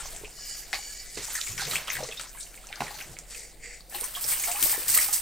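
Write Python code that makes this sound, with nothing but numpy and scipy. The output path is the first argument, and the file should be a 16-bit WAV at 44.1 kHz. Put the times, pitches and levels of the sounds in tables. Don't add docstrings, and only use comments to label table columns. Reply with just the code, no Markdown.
import sys
import numpy as np
from scipy import signal
from scipy.fft import rfft, irfft, next_fast_len
from scipy.io import wavfile
from scipy.ndimage import uniform_filter1d

SR = 44100
rng = np.random.default_rng(int(sys.argv[2]) if len(sys.argv) > 2 else 0)


def transcribe(u):
    v = np.clip(np.atleast_2d(u).T, -1, 1)
    q = np.round(v * 32767).astype(np.int16)
    wavfile.write(sys.argv[1], SR, q)


def amplitude_ratio(level_db):
    exponent = np.asarray(level_db, float) / 20
    return 10 ** exponent


N = 229937
T = np.arange(N) / SR

# (frequency [Hz], density [dB per Hz])
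HISS = [(12, -23), (20, 4), (163, -9.5), (576, -9.5), (742, -8.5), (877, -15), (1010, -58), (1490, -48),
        (3090, -108), (6230, -52), (8720, -12.5), (9750, -26), (16200, -22)]
# (time [s], level [dB])
SWAY = [
    (0.0, -40.5),
    (0.368, -53),
    (0.45, -58),
    (5.3, -64),
]
# (time [s], peak [dB], rise [s], fall [s])
TREAD = [(0.22, -61.5, 1, 0.17), (1.19, -44, 0.048, 0.054), (1.52, -55, 0.049, 0.26),
         (1.74, -46, 0.23, 0.11), (2.0, -43, 0.058, 0.086), (2.81, -34.5, 0.0073, 0.053),
         (3.12, -53, 0.21, 0.089), (3.56, -62, 0.1, 0.07), (4.25, -51.5, 0.015, 0.15),
         (4.63, -44, 0.037, 0.088), (4.89, -49.5, 0.036, 0.17)]
# (frequency [Hz], density [dB per Hz])
MAT = [(29, -20), (50, 9.5), (65, 1), (140, 11), (183, 3), (263, -4.5), (400, 4), (520, -1.5), (880, -120)]

# (time [s], level [dB])
WINDING = [
    (0.3, -68),
    (0.32, -59),
    (0.514, -44),
    (0.718, -58),
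    (0.728, -48.5),
    (1.022, -47.5),
    (1.082, -68),
    (1.16, -48),
]
# (frequency [Hz], width [Hz], level [dB])
REEL_MODES = [(1690, 31, -2.5), (1940, 76, 0), (2280, 60, 2), (2930, 56, 5.5), (4590, 110, 7.5),
              (4930, 570, 6), (5600, 170, 5.5), (6910, 350, 8.5), (7960, 40, -5), (8000, 130, 1),
              (8760, 18, -6)]
# (time [s], level [dB])
ROLLER = [
    (1.18, -56),
    (1.458, -40),
    (1.606, -46),
    (1.7, -54),
]
# (start [s], level [dB], hold [s])
PULLING = [
    (3.315, -51.5, 0.13),
    (3.641, -48.5, 0.11),
]
# (frequency [Hz], width [Hz], level [dB])
DRAG_MODES = [(478, 51, 0.5), (2115, 660, -3), (4700, 420, -2.5), (5600, 300, -3), (6980, 390, 3),
              (7700, 270, -1), (8700, 73, 1.5)]
# (start [s], length [s], level [dB], pitch [Hz])
WHINES = [
    (0.39, 0.3, -61, 1670),
    (0.4, 0.13, -61, 2280),
    (0.846, 0.14, -57.5, 1704),
    (0.9, 0.25, -60.5, 2295),
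    (0.97, 0.16, -59, 1990),
]

# (time [s], effort [dB], wetness [dB])
SHUFFLE = [(0.0, -44.5, 0.5), (0.358, -53.5, -5.5), (0.564, -46, -11.5), (0.698, -51.5, -6),
           (1.128, -48.5, -15), (1.33, -42, -14), (1.565, -44.5, -24), (1.62, -38, -11), (1.756, -38.5, -2),
           (1.86, -61.5, 12), (2.028, -46, -0.5), (2.336, -54.5, -6.5), (2.6, -58, 1), (2.844, -49, 1.5),
           (3.28, -55.5, -5), (3.32, -43.5, -16), (3.552, -60, -5.5), (3.9, -60.5, -3)]
# (frequency [Hz], density [dB per Hz])
CLOTH = [(880, -14), (1500, 1.5), (2100, 5), (2640, 1.5), (3070, 1), (4150, 3), (4450, 4.5), (7820, 5.5),
         (9530, -0.5), (11500, -11), (14200, 0), (16300, -21), (17000, -33)]
# (time [s], peak [dB], t60 [s], brightness [dB])
STAMPS = [(0.7303, -18.5, 0.2, -34), (1.172, -28.5, 0.74, -4), (1.304, -30, 0.12, -4),
          (1.351, -34, 0.17, 1), (1.465, -32, 0.23, 4.5), (1.583, -22.5, 0.18, -10),
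          (1.713, -26, 0.71, -4.5), (1.8726, -25.5, 0.24, -55), (1.9194, -37.5, 0.37, 9.5),
          (2.195, -28, 0.2, -2), (2.805, -20, 0.071, -33), (2.83, -33.5, 0.37, -4), (2.986, -32, 0.24, -17)]
# (time [s], peak [dB], rise [s], fall [s])
SWISHES = [
    (0.07, -50, 0.075, 0.16),
    (0.55, -52.5, 0.38, 0.35),
    (0.76, -53, 0.063, 0.71),
    (1.35, -48.5, 0.12, 1),
    (1.74, -38, 0.051, 0.06),
    (1.932, -34.5, 0.027, 0.07),
    (2.23, -50, 0.03, 0.075),
    (2.33, -55, 0.04, 0.8),
    (3.0, -50, 0.17, 0.086),
    (3.37, -56, 0.049, 0.082),
]

# (time [s], peak [dB], ring [Hz], t60 [s])
TICKS = [(0.1633, -27, 7600, 0.074), (0.246, -32, 2650, 0.082), (1.5962, -25, 1500, 0.15),
         (1.6688, -30, 2320, 0.041), (1.712, -15.5, 4030, 0.035), (1.7565, -17, 2380, 0.014),
         (1.7622, -26, 2560, 0.055), (1.8741, -32, 3020, 0.024), (1.4735, -28, 2210, 0.026),
         (1.9535, -22.5, 1990, 0.051), (1.9683, -22, 1850, 0.028), (2.1135, -27, 3200, 0.042),
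         (2.1958, -32.5, 1460, 0.03), (2.212, -27, 7700, 0.058), (2.5435, -46, 1800, 0.043),
         (2.576, -37, 2270, 0.022), (2.809, -43, 2460, 0.014), (2.8682, -30, 2200, 0.038),
         (3.0046, -30.5, 2260, 0.029), (3.1668, -42, 2200, 0.21), (3.188, -29.5, 7100, 0.077),
         (3.3473, -31.5, 2600, 0.053), (3.807, -36, 4430, 0.019)]
# (time [s], peak [dB], low ring [Hz], high
# ring [Hz])
CLINKS = [(0.7342, -29.5, 2210, 3800), (0.7442, -23.5, 2370, 4500), (1.303, -31, 3230, 7700),
          (1.353, -22.5, 1830, 6240), (1.412, -24.5, 3840, 5500), (1.5785, -27, 2260, 5600),
          (1.9006, -19.5, 2250, 6020), (2.035, -25, 4270, 5600), (2.407, -34, 3870, 5500),
          (2.428, -32.5, 4530, 6060), (2.6702, -35, 6030, 7550), (3.024, -30.5, 2110, 5900),
          (4.041, -21.5, 6220, 8850), (4.515, -19.5, 2600, 7360), (4.8917, -38, 5470, 13600)]
# (time [s], peak [dB], first ring [Hz], second ring [Hz], t60 [s])
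RATTLES = [(1.378, -26.5, 1830, 4500, 0.054), (1.399, -39, 1360, 5500, 0.038),
           (1.487, -31, 2270, 5600, 0.024), (1.589, -35, 2600, 5500, 0.04), (1.697, -35, 3900, 6500, 0.028),
           (1.8809, -22, 3100, 1300, 0.053), (2.089, -28, 2180, 4360, 0.02),
           (2.254, -40, 1390, 2110, 0.031), (2.348, -40, 990, 2100, 0.08),
           (2.3725, -40.5, 1580, 2180, 0.23), (2.401, -38, 3700, 4500, 0.047),
           (2.464, -42, 2790, 2230, 0.06), (2.689, -36, 2640, 4400, 0.041), (2.722, -37, 2180, 4200, 0.015),
           (2.7267, -30, 2190, 3150, 0.025), (2.734, -32.5, 1580, 2900, 0.063),
           (2.7576, -28.5, 4710, 5800, 0.054), (2.774, -43, 850, 2300, 0.035),
           (2.813, -34.5, 1490, 4400, 0.15), (2.833, -29.5, 4400, 5800, 0.078),
           (2.88, -31, 1900, 8450, 0.05), (2.906, -31, 4240, 7140, 0.08), (2.943, -34.5, 4370, 5950, 0.28),
           (2.985, -44, 2300, 4500, 0.05), (3.01, -30, 2500, 1540, 0.046),
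           (3.188, -32.5, 5600, 8500, 0.062), (4.03, -36, 1010, 2060, 0.083),
           (4.045, -35, 4700, 1380, 0.045), (4.287, -28, 4600, 7000, 0.06), (4.303, -25, 4700, 3480, 0.04),
           (4.316, -29, 2260, 2830, 0.39), (4.411, -31.5, 2400, 3000, 0.04),
           (4.473, -31.5, 2200, 1340, 0.2), (4.696, -29, 2160, 2900, 0.045), (4.728, -31, 1860, 2570, 0.06),
           (4.832, -34, 2470, 3000, 0.056), (4.893, -31, 2020, 1600, 0.057),
           (4.944, -23.5, 1980, 2870, 0.06), (4.975, -9, 8400, 10600, 0.051),
           (5.001, -31, 1880, 2900, 0.06)]
# (time [s], peak [dB], centre
# [Hz])
SNAPS = [(0.729, -15, 1850), (0.735, -16, 2130), (1.352, -25, 1810), (1.413, -14, 3790), (1.578, -24, 2300),
         (1.7555, -17, 2400), (1.352, -21, 6400), (1.902, -14, 2170), (2.727, -21, 2200),
         (2.806, -20, 2480), (3.167, -31, 2120), (3.187, -27, 7140), (0.7295, -18, 4200),
         (0.729, -20, 6200), (0.743, -22, 5800), (0.737, -20, 4500), (1.305, -25, 6500), (1.311, -25, 7300),
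         (1.4135, -20, 5500), (1.579, -25, 3000), (1.9705, -22, 2000), (2.113, -28, 3300),
         (1.953, -23, 5500), (2.196, -26, 3000), (2.407, -30, 5000), (2.419, -35, 4800), (2.43, -34, 5500),
         (2.542, -36, 2500), (2.552, -39, 3900), (3.896, -36, 6000), (2.669, -28, 6200),
         (2.6695, -30, 8000), (2.7265, -24, 3500), (2.758, -30, 4700), (3.946, -26, 3000),
         (4.606, -19, 9000), (4.617, -18, 9000), (4.627, -15, 3000), (4.716, -17, 8500), (4.882, -15, 8900),
         (4.974, -14, 10500), (5.028, -14, 8500), (4.628, -11, 8180), (4.95, -7, 7870), (2.172, -28, 3800),
         (2.212, -24, 6000), (1.914, -22, 5000), (1.828, -30, 4000), (4.597, -21, 8000),
         (5.029, -13, 12000), (1.765, -18, 2700), (4.985, -12, 7830)]

# (time [s], peak [dB], pitch [Hz], t60 [s])
GULPS = [(0.003, -34.5, 1420, 0.059), (0.054, -39, 810, 0.03), (0.212, -41, 382, 0.05),
         (0.235, -35, 420, 0.045), (0.735, -28.5, 786, 0.071), (1.173, -29, 446, 0.017),
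         (1.284, -37, 906, 0.044), (1.619, -32.5, 780, 0.049), (1.675, -33, 474, 0.11),
         (1.987, -31, 774, 0.081), (2.004, -28, 620, 0.044), (2.028, -26, 512, 0.053),
         (2.087, -33.5, 461, 0.14), (2.805, -18.5, 757, 0.026), (2.819, -19.5, 810, 0.016),
         (2.907, -32, 820, 0.033), (3.944, -32.5, 817, 0.06), (4.017, -36, 480, 0.053),
         (4.169, -32.5, 1157, 0.068), (4.481, -28, 720, 0.12), (4.165, -37.5, 700, 0.041),
         (4.545, -35.5, 835, 0.15), (4.564, -33.5, 1207, 0.088), (4.659, -29, 643, 0.023),
         (4.728, -29.5, 900, 0.023), (4.777, -31, 453, 0.02), (4.971, -27, 1280, 0.065),
         (5.086, -32.5, 824, 0.038), (4.47, -37, 770, 0.037), (4.495, -37, 690, 0.069),
         (4.589, -32, 1030, 0.049), (4.512, -35, 710, 0.03), (4.665, -36, 902, 0.051),
         (4.745, -32, 795, 0.036), (4.79, -37, 385, 0.059), (4.82, -42, 517, 0.067),
         (2.945, -41, 880, 0.07)]
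# (time [s], peak [dB], pitch [Hz], t60 [s])
THUMPS = [
    (1.17, -46, 263, 0.12),
    (2.802, -36.5, 243, 0.1),
    (2.812, -39.5, 409, 0.12),
    (4.625, -39, 306, 0.079),
    (1.49, -37, 105, 0.3),
    (1.65, -41, 142, 0.19),
    (1.721, -50, 147, 0.12),
    (1.934, -47, 134, 0.42),
    (3.08, -50, 110, 0.44),
]
# (time [s], peak [dB], pitch [Hz], t60 [s])
DRIPS = [
    (1.357, -35, 1810, 0.068),
    (1.384, -34, 1370, 0.071),
    (1.758, -26.5, 2710, 0.11),
    (2.122, -28.5, 2660, 0.047),
    (2.173, -30, 3800, 0.097),
    (3.955, -43, 376, 0.17),
    (4.003, -27.5, 9000, 0.1),
    (4.737, -31, 1790, 0.166),
    (5.085, -35.5, 1280, 0.12),
]

# (time [s], peak [dB], ring [Hz], t60 [s])
SLAPS = [(3.924, -39, 1720, 0.14), (3.9487, -31.5, 2730, 0.19), (4.151, -21.5, 3250, 0.11),
         (4.242, -19.5, 5270, 0.056), (4.439, -21.5, 2330, 0.048), (4.5585, -25.5, 2540, 0.069),
         (4.605, -27, 4200, 0.02), (4.6293, -24, 2380, 0.013), (4.737, -28.5, 1870, 0.13),
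         (4.9862, -15.5, 2070, 0.028), (5.0186, -28, 2280, 0.061), (5.0434, -22, 5150, 0.035)]
# (time [s], peak [dB], first ring [Hz], second ring [Hz], t60 [s])
FLICKS = [
    (3.948, -27, 13400, 3980, 0.19),
    (4.011, -19.5, 8900, 13000, 0.036),
    (4.398, -18.5, 6850, 9000, 0.062),
    (4.436, -18.5, 6960, 8500, 0.081),
    (4.635, -14, 12900, 8550, 0.27),
]
# (time [s], peak [dB], t60 [s])
SURGES = [
    (3.897, -33, 0.16),
    (3.9454, -56, 0.97),
    (4.2098, -23.5, 0.64),
    (4.626, -8, 0.052),
    (4.881, -11.5, 0.27),
    (4.942, -27, 0.56),
    (5.128, -11.5, 0.36),
]
# (time [s], spray peak [dB], rise [s], fall [s])
LASHES = [(3.955, -35.5, 0.056, 0.29), (4.04, -43, 0.051, 0.18), (4.16, -38.5, 0.029, 0.22),
          (4.245, -42, 0.061, 0.14), (4.29, -32.5, 0.025, 0.13), (4.324, -29, 0.061, 0.062),
          (4.4, -35.5, 0.086, 0.16), (4.46, -31.5, 0.079, 0.27), (4.52, -40, 0.088, 0.084),
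          (4.61, -31.5, 0.046, 0.056), (4.64, -26, 0.024, 0.081), (4.705, -24.5, 0.089, 0.15),
          (4.8, -39, 0.068, 0.27), (4.9, -28.5, 0.05, 0.069), (4.955, -22.5, 0.052, 0.05),
          (4.977, -28.5, 0.044, 0.097), (5.02, -25, 0.044, 0.077), (5.045, -33, 0.051, 0.14),
          (5.143, -30.5, 0.045, 0.095)]
# (frequency [Hz], density [dB per Hz])
SPRAY = [(2350, -28), (4000, -9.5), (4600, -4.5), (6930, -4.5), (8300, 3.5), (9600, -1.5), (11400, -7.5),
         (12800, -2), (14200, 1.5), (15100, -4), (15900, -6), (16300, -50), (17000, -47)]

# (frequency [Hz], side minus mid [dB])
PORTS = [(40, -9.5), (125, -17.5), (500, -15.5), (1300, -14.5), (2400, -17), (3500, -11), (4800, -11.5),
         (6500, -10), (8100, -5), (11000, 6.5), (14500, 0.5)]


def level(x, db):
    return x * amplitude_ratio(db) / np.sqrt(np.mean(x ** 2))


def colour(x, table):
    size = next_fast_len(len(x) + 4096)
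    hz, db = np.transpose(table)
    log_hz = np.log(np.arange(size // 2 + 1) * SR / size + 1)
    curve = amplitude_ratio(np.interp(log_hz, np.log(hz), db))
    return irfft(rfft(x, size) * curve, size)[:len(x)]


def ring(x, hz, width):
    return signal.lfilter(*signal.iirpeak(min(hz, .45 * SR), max(hz / width, .3), fs=SR), x)


def decay(t, t60):
    return np.exp(-np.log(1000) * t / t60)


def gain(table, col):
    rows = np.vstack(table)
    return amplitude_ratio(np.interp(T, rows[:, 0], rows[:, col], left=-200, right=-200))


def swells(table):
    t = T[::16]
    total = np.zeros(len(t))
    for s, db, rise, fall in table:
        away = np.where(t < s, (s - t) / max(rise, .003), (t - s) / max(fall, .003))
        total += amplitude_ratio(db - 20 * away)
    return np.interp(T, t, total)


def burst(s, db, t60):
    return amplitude_ratio(db - 13.5) * (T >= s) * decay(np.maximum(T - s, 0), t60)


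def walk(rate):
    k = int(SR / rate)
    held = np.repeat(rng.standard_normal(N // k + 1), k)
    return 1.405 * uniform_filter1d(uniform_filter1d(held, k), k)[:N]


def grit(rate, spread_db, smooth):
    hit, size, sign = rng.random((3, N))
    clicks = (hit < rate / SR) * amplitude_ratio(-spread_db * np.log(size + 0.015)) * np.sign(sign - .5)
    return level(clicks, 0) + smooth * rng.standard_normal(N)


def patchy(x, table, depth_db, rate):
    size = next_fast_len(N)
    full = rfft(colour(x, table), size)
    octave = np.log2(np.arange(1, size // 2 + 2) * SR / size)
    out = np.zeros(N)
    for centre in np.arange(10, 14.6, .5):
        share = np.cos(np.pi / 2 * np.clip(2 * (octave - centre), -1, 1)) ** 2
        out += irfft(full * share, size)[:N] * amplitude_ratio(depth_db * walk(rate))
    return out


def add(out, s, db, x):
    i = int(s * SR)
    x = x[:N - i]
    out[i:i + len(x)] += amplitude_ratio(db) * x / np.max(np.abs(x))


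def tent():
    hiss = level(colour(rng.standard_normal(N), HISS), -57) * amplitude_ratio(0.83 * walk(1.69))
    turn = 2 * np.pi * np.cumsum(39.5 * (1 + walk(7) / 40)) / SR
    hum = amplitude_ratio(-52.5 + 0.79 * walk(6.3)) * (np.sin(turn) + amplitude_ratio(-18.0) * np.sin(4 * turn))
    standing = amplitude_ratio(-69.5)
    tread = level(colour(rng.standard_normal(N), MAT), 0) * (swells(TREAD) + standing)
    sway = level(ring(ring(rng.standard_normal(N), 20.5, 18.0), 18.5, 20.0), 0) * gain(SWAY, 1)
    air = level(ring(ring(rng.standard_normal(N), 11.3, 12.0), 12.0, 11.0), -58.0)
    return hiss + hum + tread + sway + air


def echo(x, t60, start):
    t = T[:8192]
    tail = rng.standard_normal(8192) * decay(t, max(t60, .003)) * (t >= start)
    return signal.fftconvolve(x, tail / np.sqrt(np.sum(tail ** 2)))[:N]


def whines():
    edge_s = 0.024
    waver = np.cumsum(1 + 0.0068 * walk(39.76)) / SR
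    out = np.zeros(N)
    for s, length, db, hz in WHINES:
        gate = np.clip(np.minimum(T - s, s + length - T) / edge_s, 0, 1)
        out += amplitude_ratio(db + 4.0 * walk(40.4)) * gate * np.sin(2 * np.pi * hz * waver)
    return out


def pulls():
    attack_s, release_s = 0.041, 0.088
    out = np.zeros(N)
    for s, db, hold in PULLING:
        away = np.maximum((s - T) / attack_s, (T - s - hold) / release_s)
        out += amplitude_ratio(db - 20 * np.maximum(away, 0))
    return out


def reel_modes(teeth, modes):
    out = np.zeros(N)
    for hz, width, db in modes:
        mode = ring(ring(teeth, hz, width), hz, max(width, hz / 8))
        out += amplitude_ratio(db + 2.5 * walk(5.09)) * mode
    return level(out, 4.94)


def reel():
    teeth = grit(2500, 0.75, 0.66) * amplitude_ratio(walk(28.65))
    body = reel_modes(teeth, REEL_MODES) * gain(WINDING, 1)
    drag = reel_modes(teeth, DRAG_MODES) * pulls()
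    roller = level(ring(teeth, 6950.0, 350.), -1.6) * gain(ROLLER, 1)
    return roller + body + drag


def shuffle(slosh, gulp):
    rasp = patchy(grit(2500, 2.45, 0.48), CLOTH, 3.26, 34.95)
    high = signal.butter(N=4, Wn=9500, btype="high", fs=SR, output="sos")
    low = signal.butter(N=4, Wn=9500, fs=SR, output="sos")
    top = level(signal.sosfilt(high, rasp), 0)
    body = level(signal.sosfilt(low, rasp), 0)
    wet = level(gulp + 1.0 * slosh, 0)
    stamp = np.zeros(N)
    for s, db, t60, bright_db in STAMPS:
        splash = slosh + 0.16 * gulp + amplitude_ratio(bright_db) * (body + 0.048 * top)
        stamp += burst(s, db, t60) * splash
    effort = gain(SHUFFLE, 1)
    treble = amplitude_ratio(-12) * (effort * amplitude_ratio(27)) ** 0.096
    moving = effort * (body + treble * top + gain(SHUFFLE, 2) * wet)
    return stamp + moving + swells(SWISHES) * top


def spatter():
    drops = grit(90, 4, 0)
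    t = T[:512]
    tail = rng.standard_normal(512) * np.exp(-t / .002) * .3 + (t == 0)
    return level(ring(signal.fftconvolve(drops, tail)[:N], 3550, 5100.0), -17.5)


def snaps():
    out, t = np.zeros(N), T[:256]
    for s, db, hz in SNAPS:
        swing = np.sin(2 * np.pi * hz * t + 1) * np.exp(-t * hz / 1.5)
        add(out, s + .001, db - 2, ring(swing, hz, hz))
    return out


def clacks(table, crack_db):
    out, t = np.zeros(N), T[:4096]
    strike = t == 0
    for s, db, low_hz, high_hz, high_db, t60 in table:
        chatter, crackle = rng.standard_normal((2, 4096))
        push = chatter * decay(t, max(t60, .004)) + 7.65 * strike
        low = ring(ring(push, low_hz, 0.19 * low_hz), low_hz, low_hz / 4)
        high = ring(ring(push, high_hz, 0.19 * high_hz), high_hz, high_hz / 4)
        crack = ring(crackle * np.exp(-t / .0005) + 4.0 * strike, 3500., 6000.)
        parts = ((0, low), (high_db, high), (crack_db, crack))
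        add(out, s, db, sum(amplitude_ratio(d) * v / np.max(np.abs(v)) for d, v in parts))
    return out


def tackle():
    rows = [(s, db, hz, 7700, -29, t60) for s, db, hz, t60 in TICKS]
    rows += [(s, db, hz, 8240, -15, t60) for s, db, hz, t60 in SLAPS]
    rows += [(*row, 4.5, 0.079) for row in CLINKS]
    rows += [(s, db, first_hz, second_hz, -3, t60) for s, db, first_hz, second_hz, t60 in RATTLES + FLICKS]
    return clacks(sorted(rows), 1.46)


def gulps():
    out, t = np.zeros(N), T[:8192]
    rise = 0.08
    for s, db, hz, t60 in GULPS + THUMPS + DRIPS:
        detune, phase = rng.random(2)
        fade_s = max(t60, .01)
        turn = 2 * np.pi * hz * (t * (1 - rise / 2) + rise * t ** 2 / fade_s)
        tone = np.sin(turn) + 0.38 * np.sin(turn * (1.2 + 0.32 * detune) + 6 * phase)
        tone = tone + .5 * level(ring(rng.standard_normal(8192), hz, hz / 2), -3)
        onset = 1 - np.exp(-t / max(0.0015, 4.6 / hz - 0.0105))
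        add(out, s, db, tone * onset * decay(t, fade_s))
    return out


def bubbles(lo_hz, hi_hz, cycles, spread_db, count):
    out = np.zeros(N + 4096)
    for at, pitch, size in rng.random((count, 3)):
        hz, i = lo_hz * (hi_hz / lo_hz) ** pitch, int(at * N)
        t = T[:min(int(5 * cycles * SR / hz), 4096)]
        fade = np.exp(-t * hz / cycles)
        glide = 1 + 0.043 * t * hz / cycles
        peak = amplitude_ratio(-spread_db * np.log(size + 0.0072))
        out[i:i + len(t)] += peak * fade * np.sin(2 * np.pi * hz * t * glide)
    return level(out[:N], 0)


def sloshing():
    rush = level(ring(rng.standard_normal(N), 1680.0, 3000.0), 0)
    return level(bubbles(1583, 5850, 7.25, 1.26, count=2500) + 1.3 * rush, 0)


def gulping():
    rush = level(ring(rng.standard_normal(N), 980.0, 1200.0), 0)
    return level(bubbles(474.0, 1552, 5.8, 4.6, count=800) + .5 * rush, 0)


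def fish(slosh, gulp):
    droplets = patchy(grit(2000, 1.4, 0.98), SPRAY, 1.14, 45)
    spray = level(droplets * amplitude_ratio(0.86 * walk(150)), -2.6)
    surge = sum(burst(*row) for row in SURGES)
    lash = swells(LASHES)
    churn = np.clip((T - 3.9) / 0.0062, 0, 1)
    water = amplitude_ratio(-41.5) * (lash * amplitude_ratio(29.5)) ** 0.67 * slosh
    water = water + amplitude_ratio(-57.5) * (lash * amplitude_ratio(31)) ** 0.22 * gulp
    return surge * (spray + 0.081 * slosh) + lash * spray + churn * water


def scene():
    slosh, gulp = sloshing(), gulping()
    hits = tackle() + gulps() + snaps()
    mid = tent() + reel() + whines() + shuffle(slosh, gulp) + fish(slosh, gulp)
    mid = mid + hits + amplitude_ratio(-9) * echo(hits, t60=0.16, start=0.00622)
    mid = mid + spatter() * (gain(SHUFFLE, 1) * (T > 1.15) + 0.16 * swells(LASHES))
    wander = 1j * np.exp(1.3j * walk(300))
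    turned = np.real(signal.hilbert(mid, next_fast_len(N))[:N] * wander)
    side = colour(turned, PORTS)
    return np.array([mid + side, mid - side])


def low_pass(x):
    return signal.sosfilt(signal.butter(12, 15950, fs=SR, output="sos"), x)


def record(dry):
    top = signal.ellip(10, .2, 80, 15800, fs=SR, output="sos")
    mix = signal.sosfilt(top, dry)
    return low_pass(mix)


dry = scene()
out = record(dry)
transcribe(out)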